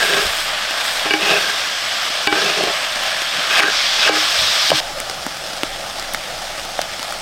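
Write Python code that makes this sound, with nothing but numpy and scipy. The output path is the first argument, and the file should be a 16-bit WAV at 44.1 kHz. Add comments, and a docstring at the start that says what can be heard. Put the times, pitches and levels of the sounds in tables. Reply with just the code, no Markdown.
"""Onions frying over a wood fire

Chopped onions sizzle in a clay pot, close to one microphone, as countless tiny steam bubbles burst.
A steel ladle knocks and scrapes, exciting the modes of pot and ladle; wet onion turned onto the hot
clay makes the hiss swell. At a cut, the lively frying switches to a gentle sizzle and slightly louder
fire, with steam pockets popping in the wood. A limiter ducks the hardest blows."""
import sys
import numpy as np
from scipy import signal
from scipy.fft import rfft, irfft, next_fast_len
from scipy.io import wavfile
from scipy.ndimage import uniform_filter1d, minimum_filter1d, map_coordinates

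SR = 44100
rng = np.random.default_rng(int(sys.argv[2]) if len(sys.argv) > 2 else 0)


def master(y):
    """Save y as 16-bit WAV."""
    cut = np.clip(np.atleast_2d(y).T, -1, 1)
    pcm = np.round(cut * 32767)  # scale
    wavfile.write(sys.argv[1], SR, pcm.astype(np.int16))


N = 317961

CUT_S, TOP_HZ = 4.803, 15900
# joint modes of pot and ladle: f/Hz, struck level/dB, rubbed level/dB, T60/s
MODES = [(136, -15, -18, 0.12), (202.5, -16, -11, 0.073), (312.4, -4, -11, 0.27), (406, 3.5, 1.4, 0.065),
         (655, -3.5, 0.5, 0.037), (815, -0.5, -4.5, 0.18), (1071, -3, -7.5, 0.092),
         (1275, -18, -4.5, 0.057), (1540, -4, -5, 0.14), (1625, 1, -1.5, 0.089), (2298, 2, -18, 0.16),
         (2563, 0, -3, 0.037), (2897, 3.5, -8, 0.063), (3400, -7, -7, 0.033), (3840, -21, -3, .06),
         (4665, 1.5, -11, .04), (5460, -29, -7, .04), (6630, -33.5, -12.5, .04), (9560, -40, -19, 0.042),
         (12600, -43.5, -21, .08), (14900, -44, -24, .06)]


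def frying(drift_db):
    """Incoherent sources add in power: sizzle, steam and spray before the cut, a gentle sizzle after."""
    # spectral envelopes: f/Hz, relative level/dB
    sizzle_spectrum = [(120, -55), (200, -16.5), (339, -15.5), (399, -13.5), (454, -11), (653, -3.5),
                       (906, -8.5), (1170, -6), (1620, 0.5), (1910, -3), (3180, -2.5), (5200, -10.5),
                       (10200, -25), (13600, -30), (15500, -40)]
    steam_spectrum = [(400, -32), (1200, -7.5), (2500, -1.5), (3500, 1), (5200, -2), (6500, -9.5),
                      (8500, -22.5), (11000, -29), (16000, -40)]
    spray_spectrum = [(4000, -18), (8000, 2), (10000, -6.5), (13000, -5.5), (16000, -13)]
    gentle_spectrum = [(120, -23), (200, -11), (223, -16), (321, -12.5), (414, -12.5), (544, -2), (827, -3),
                       (1010, -12), (1400, -4.5), (2510, -7.5), (3300, -6.5), (5390, -10), (7480, -16.5),
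                       (8350, -17), (15500, -29)]
    steam, spray = flares(attack_s=0.1, release_s=0.073)
    _, friction, _ = pushes()
    sizzle = np.hypot(amp(-21.5), amp(-3.5) * friction)  # the blade presses out extra sizzle
    sizzle *= amp(drift_db * wobble(6.815))
    lively = sizzle * fizz(sizzle_spectrum, rate=2500, spread_db=5, blur_db=2, flutter_db=0.68)
    lively += steam * fizz(steam_spectrum, rate=3200, spread_db=1.5, blur_db=6.5, flutter_db=0.24)
    lively += spray * fizz(spray_spectrum, rate=1500, spread_db=3, blur_db=-2, flutter_db=1.0)
    gentle = amp(-27) * fizz(gentle_spectrum, rate=900, spread_db=6.5, blur_db=5.5, flutter_db=0.5)
    return np.where(np.arange(N) < CUT_S * SR, lively, gentle)


def fizz(spectrum, rate, spread_db, blur_db, flutter_db):
    """Shot noise of bursting bubbles, over a blur of smaller ones, coloured by the pot's cavity."""
    # peaks and dips of the cavity: f/Hz, width/Hz, gain/dB
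    cavity_bands = [(434, 130, -4.5), (560, 77, 3), (770, 235, 3.5), (940, 34, -1.5), (1214, 98, 3.5),
                    (1710, 37, 1), (3420, 180, 2.5), (5150, 450, 3), (6950, 790, 0.5), (8360, 170, 3.5)]

    def cavity_db(f):
        return sum(db * np.exp(-.5 * ((f - hz) / width) ** 2) for hz, width, db in cavity_bands)

    bubbles = ticks(rate, spread_db) + amp(blur_db) * rng.standard_normal(N)
    bubbles *= amp(flutter_db * wobble(70))
    sound = filtered(bubbles, lambda f: amp(along(spectrum, f) + cavity_db(f)))
    return unit(oil_patches(sound, depth_db=1.12))


def flares(attack_s, release_s):
    """Evaporation: the gains of steam and spray rise, hold and decay as wet onion meets hot clay."""
    # turns of the onion: t/s, duration/s, steam level/dB, spray level/dB
    turns = [(-.1, 0.52, -31, -32.5), (0.774, 0.17, -34, -32), (1.17, .33, -26, -36),
             (1.5, 0.74, -26.5, -49), (2.3, 0.35, -24.5, -55), (2.97, 0.54, -31, -50),
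             (3.63, 0.5, -18.5, -48), (4.092, 0.3, -19.5, -34), (4.315, .47, -17.5, -34.5)]
    t = np.arange(N) / SR
    steam, spray = amp(-30.5), amp(-40)  # steady floor
    for s, length, steam_db, spray_db in turns:
        flare = np.clip((t - s) / attack_s, 0, 1) * np.exp(-np.maximum(t - s - length, 0) / release_s)
        steam = np.hypot(steam, flare * amp(steam_db))
        spray = np.hypot(spray, flare * amp(spray_db))
    return steam, spray


def oil_patches(x, depth_db):
    """Random modulation over frequency and time, as spots of oil flare and settle."""
    spectra = signal.stft(x, nperseg=512)[2]
    field = uniform_filter1d(rng.standard_normal(spectra.shape), size=7, axis=0)
    field = uniform_filter1d(field, size=9, axis=1)
    return signal.istft(spectra * amp(depth_db * unit(field)), nperseg=512)[1][:N]


def spatter(count, db, spread_db, pitch_hz, cycles):
    """Each larger droplet bursts as a damped oscillation with its own pitch."""
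    out, t = np.zeros(N), np.arange(SR // 200) / SR
    for when, size, tone in rng.random((count, 3)):
        hz = min(pitch_hz * 2 ** (2.5 * (tone - .5)), TOP_HZ)
        droplet = np.sin(2 * np.pi * hz * t) * np.exp(-t * hz / cycles)
        add(out, when * N / SR, amp(db + spread_db * size ** 3) * droplet)
    return out


def knocks(contact_s, relative_width, focus_db, tick_hz, tick_db):
    """Impact excitation: the spot struck selects the modes, and a resting ladle damps them."""
    # t/s, contact level/dB, contact f/Hz, relative ring level/dB, ring f/Hz, T60 factor (1 = free)
    blows = [(.135, -4.5, 2520, -24, 3800, .8), (1.055, -17, 1100, -16, 610, 1.3),
             (1.1078, -9, 2400, -10.5, 2300, 1.1), (1.137, 0.5, 1720, -8, 420, 0.9),
             (2.2727, 6, 2310, -0.5, 1400, 1), (2.326, -6, 1420, -6.5, 400, 0.49),
             (2.637, -6.5, 3020, -16, 400, 0.46), (3.6033, 10, 1780, -5, 700, .47),
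             (3.6339, 12, 1570, -3, 1600, 0.71), (3.641, 7, 1600, -2.5, 1600, 0.61),
             (4.077, -2, 1370, -25, 1500, .4), (4.094, 3.5, 500, -4.5, 503, 1.44),
             (4.703, 2.5, 3150, -6, 700, 0.32), (4.7164, 6.5, 680, -12, 650, 0.4),
             (4.727, -5.5, 686, -7.5, 600, 0.67)]
    out, t = np.zeros(N), np.arange(SR // 3) / SR
    hz, struck_db, _, t60 = np.transpose(MODES)[:, :, None]
    onset = 1 - np.exp(-t / 0.00038)
    for s, db, contact_hz, ring_db, ring_hz, free in blows:
        strength_db = struck_db + rng.normal(0, 1, hz.shape) - focus_db * abs(np.log2(hz / ring_hz))
        phase = 2 * np.pi * rng.random(hz.shape)
        decay = amp(strength_db - 60 * t / (t60 * free))
        ring = np.sum(decay * np.sin(2 * np.pi * hz * t + phase), axis=0)
        clack = burst(contact_hz, relative_width * contact_hz, contact_s)
        clack += amp(tick_db) * burst(tick_hz, tick_hz, contact_s)
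        add(out, s, amp(db) * clack + amp(ring_db - 6) * ring * onset)
    return out


def scraping(damping_hz_per_khz, focus_db, focus_octaves, pot_db, blade_db):
    """Stick-slip friction on rough clay drives the modes; contact damps them, blade angle favours one."""
    weight, friction, octave = pushes()
    slips = ticks(rate=1400, spread_db=5.5) * amp(2.35 * wobble(130))
    out = np.zeros(N)
    for k, (hz, _, rubbed_db, t60) in enumerate(MODES):
        width = np.log(1000) / np.pi / t60 + damping_hz_per_khz * hz / 1000
        mode = filtered(slips, lambda f: resonance(f, hz, width) * abs(resonance(f, hz, 0.79 * hz)))
        favour_db = focus_db * np.exp(-((np.log2(hz) - octave) / focus_octaves) ** 2)
        drive = weight * amp(pot_db) if hz < 1200 else friction * amp(blade_db + favour_db)
        out += (-1) ** k * amp(rubbed_db) * unit(mode) * drive
    return out


def pushes(swell_db=11, ease_db=8.5, touch_s=0.0062):
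    """Contact forces swell and ease with each push: weight, friction and the blade's favoured octave."""
    # t/s, rise/s, fall/s, weight level/dB, friction level/dB, blade f/Hz
    strokes = [(-.04, 0.062, .13, -28, -14, 1790), (.09, 0.088, 0.1, -25, -16.5, 1790),
               (1.19, 0.13, 0.071, -22.5, -13.5, 2650), (1.35, .075, 0.13, -33, -18.5, 1790),
               (2.31, 0.057, 0.1, -26.5, -18, 1780), (2.41, 0.056, 0.13, -27, -18, 2320),
               (2.57, 0.039, 0.11, -23, -28, 2700), (3.49, 0.12, 0.027, -36, -9, 2180),
               (3.615, 0.035, 0.0575, -19, -6, 1640), (3.98, 0.051, 0.054, -54, -13.5, 3330),
               (4.042, 0.052, 0.1, -25, -13.5, 1380)]
    t = np.arange(N) / SR
    weight, friction, octave = np.zeros((3, N))
    for s, rise, fall, weight_db, friction_db, hz in strokes:
        end = s + rise + fall
        touch = np.clip(np.minimum(t - s, end - t) / touch_s, 0, 1)
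        effort = touch * amp(np.interp(t, [s, s + rise, end], [-swell_db, 0, -ease_db]))
        weight += effort * amp(weight_db)
        friction += effort * amp(friction_db)
        octave += effort * amp(friction_db) * np.log2(hz)
    return weight, friction, octave / (friction + 1e-12)


def thumps():
    """Soft impacts of onion and pot excite only low frequencies, with no ring."""
    # t/s, level/dB, f/Hz, Gaussian width/s
    bumps = [(.265, -34, 47.7, 0.027), (3.386, -33.5, 174, 0.011), (4.416, -39, 90, 0.032),
             (4.463, -41, 75, 0.032), (4.731, -24, 120, 0.014)]
    out, t = np.zeros(N), np.arange(N) / SR
    for s, db, hz, width_s in bumps:
        rumble = unit(filtered(rng.standard_normal(N), lambda f: resonance(f, hz, hz) ** 2))
        out += amp(db) * rumble * np.exp(-.5 * ((t - s) / width_s) ** 2)
    return out


def wood_pops(cycles, body_hz, crack_hz, echo_s, echo_db):
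    """Sudden pressure release: a steam pocket bursts in the wood, and one close reflection follows."""
    # t/s, peak level/dB, f/Hz, then relative to the pulse: body/dB, crack/dB, snap/dB
    loud_pops = [(3.036, -7, 1610, -25, 4, -6), (5.0021, -4, 8200, -25, -4.5, -17),
                 (5.2652, -6, 790, -6, 2, -5), (5.6336, -1, 2670, -5.5, 1, -22),
                 (6.1366, -9, 8000, -20, -10, 0), (6.1465, -3, 1290, -23, -1, -9),
                 (6.7915, -3, 670, -19, -3, -25), (6.816, -3.5, 4800, -35, -5, -19),
                 (7.029, -7, 4570, -30, -5, -19), (7.124, -10, 1440, -25, -3, -2)]
    out = np.zeros(N)
    faint_pops = crackle(count=24, db=-12, spread_db=8, hz=3710, body_db=-16, crack_db=-3, snap_db=-13)
    for s, db, hz, body_db, crack_db, snap_db in loud_pops + faint_pops:
        body = amp(body_db) * pulse(body_hz * rng.uniform(0.72, 1.2), cycles=3.5)
        crack = amp(crack_db) * burst(crack_hz, width=3400, decay_s=0.0016)
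        snap = amp(snap_db) * burst(7000, width=11000, decay_s=.0011)
        pop = pulse(hz, cycles) + body + crack + snap
        pop += amp(echo_db) * filtered(pop, lambda f: np.exp(-2j * np.pi * f * echo_s))
        add(out, s, amp(db) * pop / abs(pop).max())
    return out


def crackle(count, db, spread_db, hz, body_db, crack_db, snap_db):
    """A jittered sequence of faint pops, one per time slot, as rows like those of the loud ones."""
    return [((k + when) / count * N / SR, db + spread_db * (size - .5), hz * 2 ** (tone - .5),
             body_db, crack_db, snap_db) for k, (when, size, tone) in enumerate(rng.random((count, 3)))]


def flames(db, before_cut_db, flicker_db):
    """Combustion noise: a low flutter under the pot, weaker before the cut."""
    # spectral envelope: f/Hz, relative level/dB
    flame_spectrum = [(12, -30), (20, 12.5), (30, -10), (59, -10), (188, -7.5), (223, -15), (356, -10),
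                      (450, -17), (580, -39), (990, -120)]
    level_db = db + before_cut_db * (np.arange(N) < CUT_S * SR) + flicker_db * wobble(16)
    rumble = filtered(rng.standard_normal(N), lambda f: amp(along(flame_spectrum, f)))
    return amp(level_db) * unit(rumble)


def whistle(start_s, rise_s, db, hz, wander_hz, waver_db):
    """Narrow-band noise, heard as a thin, wandering whistle that fades in and ends at the cut."""
    t = np.arange(N) / SR
    fade = np.clip((t - start_s) / rise_s, 0, 1) * (t < CUT_S)
    gain = fade * amp(db + waver_db * wobble(23))
    phase = 2 * np.pi * np.cumsum(hz + wander_hz * wobble(6)) / SR
    return gain * unit(wobble(160) * np.sin(phase) + wobble(160) * np.cos(phase))


def ticks(rate, spread_db):
    """A Poisson train of impulses, many small and a few large, of rms 1."""
    sizes = amp(spread_db * np.minimum(rng.standard_normal(N), 2))
    return unit((rng.random(N) < rate / SR) * sizes * rng.choice([-1, 1], N))


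def burst(hz, width, decay_s):
    """Exponentially decaying noise in one band, of peak 1."""
    t = np.arange(SR // 3) / SR
    noise = rng.standard_normal(len(t)) * np.exp(-t / decay_s)
    sound = filtered(noise, lambda f: resonance(f, hz, width) ** 2)
    return sound / abs(sound).max()


def pulse(hz, cycles):
    """A heavily damped impulse response, of peak 1: a sudden push of air."""
    impulse = signal.unit_impulse(SR // 3)
    sound = filtered(impulse, lambda f: resonance(f, hz, hz / cycles) * resonance(f, hz, 2 * hz))
    return sound / abs(sound).max()


def resonance(f, hz, width):
    """Causal response of one damped mode with a half-power bandwidth in Hz."""
    return 1j * f * width / (hz * hz - f * f + 1j * f * width)


def filtered(x, response):
    """Linear filtering: the spectrum of x times a frequency response."""
    size = next_fast_len(len(x) + 8192)
    return irfft(rfft(x, size) * response(np.fft.rfftfreq(size, 1 / SR)), size)[:len(x)]


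def wobble(rate):
    """A smooth random modulator with rate knots a second."""
    knots = rng.standard_normal(int(N * rate / SR) + 4)
    return map_coordinates(knots, [np.arange(N) * rate / SR])


def along(spectrum, hz):
    """Interpolate a spectrum's level on a logarithmic frequency axis."""
    f, db = np.transpose(spectrum)
    return np.interp(np.log(hz + 1), np.log(f + 1), db)


def amp(db):
    """Decibels to amplitude ratio."""
    return 10 ** (np.asarray(db) / 20)


def unit(x):
    """Scale to rms 1."""
    return x / np.sqrt(np.mean(x ** 2) + 1e-20)


def add(track, s, sound):
    """Superpose a sound on the track at s seconds."""
    part = track[max(round(s * SR), 0):][:len(sound)]
    part += sound[:len(part)]


def limiter(x, ceiling_db, release_db_per_s):
    """Peak limiting: the gain drops at once under a peak and climbs back steadily."""
    needed_db = np.minimum(0, ceiling_db - 20 * np.log10(abs(x) + 1e-9))
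    climb_db = release_db_per_s * np.arange(N) / SR
    gain_db = np.minimum.accumulate(minimum_filter1d(needed_db, size=45) - climb_db) + climb_db
    return x * amp(uniform_filter1d(gain_db, size=45))


def scene():
    """Superposition of food, ladle and fire at one close point."""
    food = frying(drift_db=0.89)
    food += spatter(count=260, db=-35, spread_db=10, pitch_hz=6460, cycles=2.1)
    food += whistle(start_s=1.2, rise_s=.8, db=-43, hz=8070, wander_hz=91, waver_db=-1.5)
    ladle = scraping(damping_hz_per_khz=22.5, focus_db=10.5, focus_octaves=0.34,
                     pot_db=-2.5, blade_db=-12.5)
    ladle += knocks(contact_s=0.0023, relative_width=0.74, focus_db=2, tick_hz=4460, tick_db=-15)
    ladle += thumps()
    fire = wood_pops(cycles=2.9, body_hz=337, crack_hz=1420, echo_s=.0014, echo_db=-10.5)
    fire += flames(db=-41.5, before_cut_db=-3.5, flicker_db=0.5)
    return (food + ladle + fire)[None]


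def record(dry):
    """Peak limiting, then an ideal low-pass filter."""
    limited = limiter(dry[0], ceiling_db=-1.0, release_db_per_s=175)
    return filtered(limited, lambda hz: hz < TOP_HZ)[None]


dry = scene()
out = record(dry)
master(out)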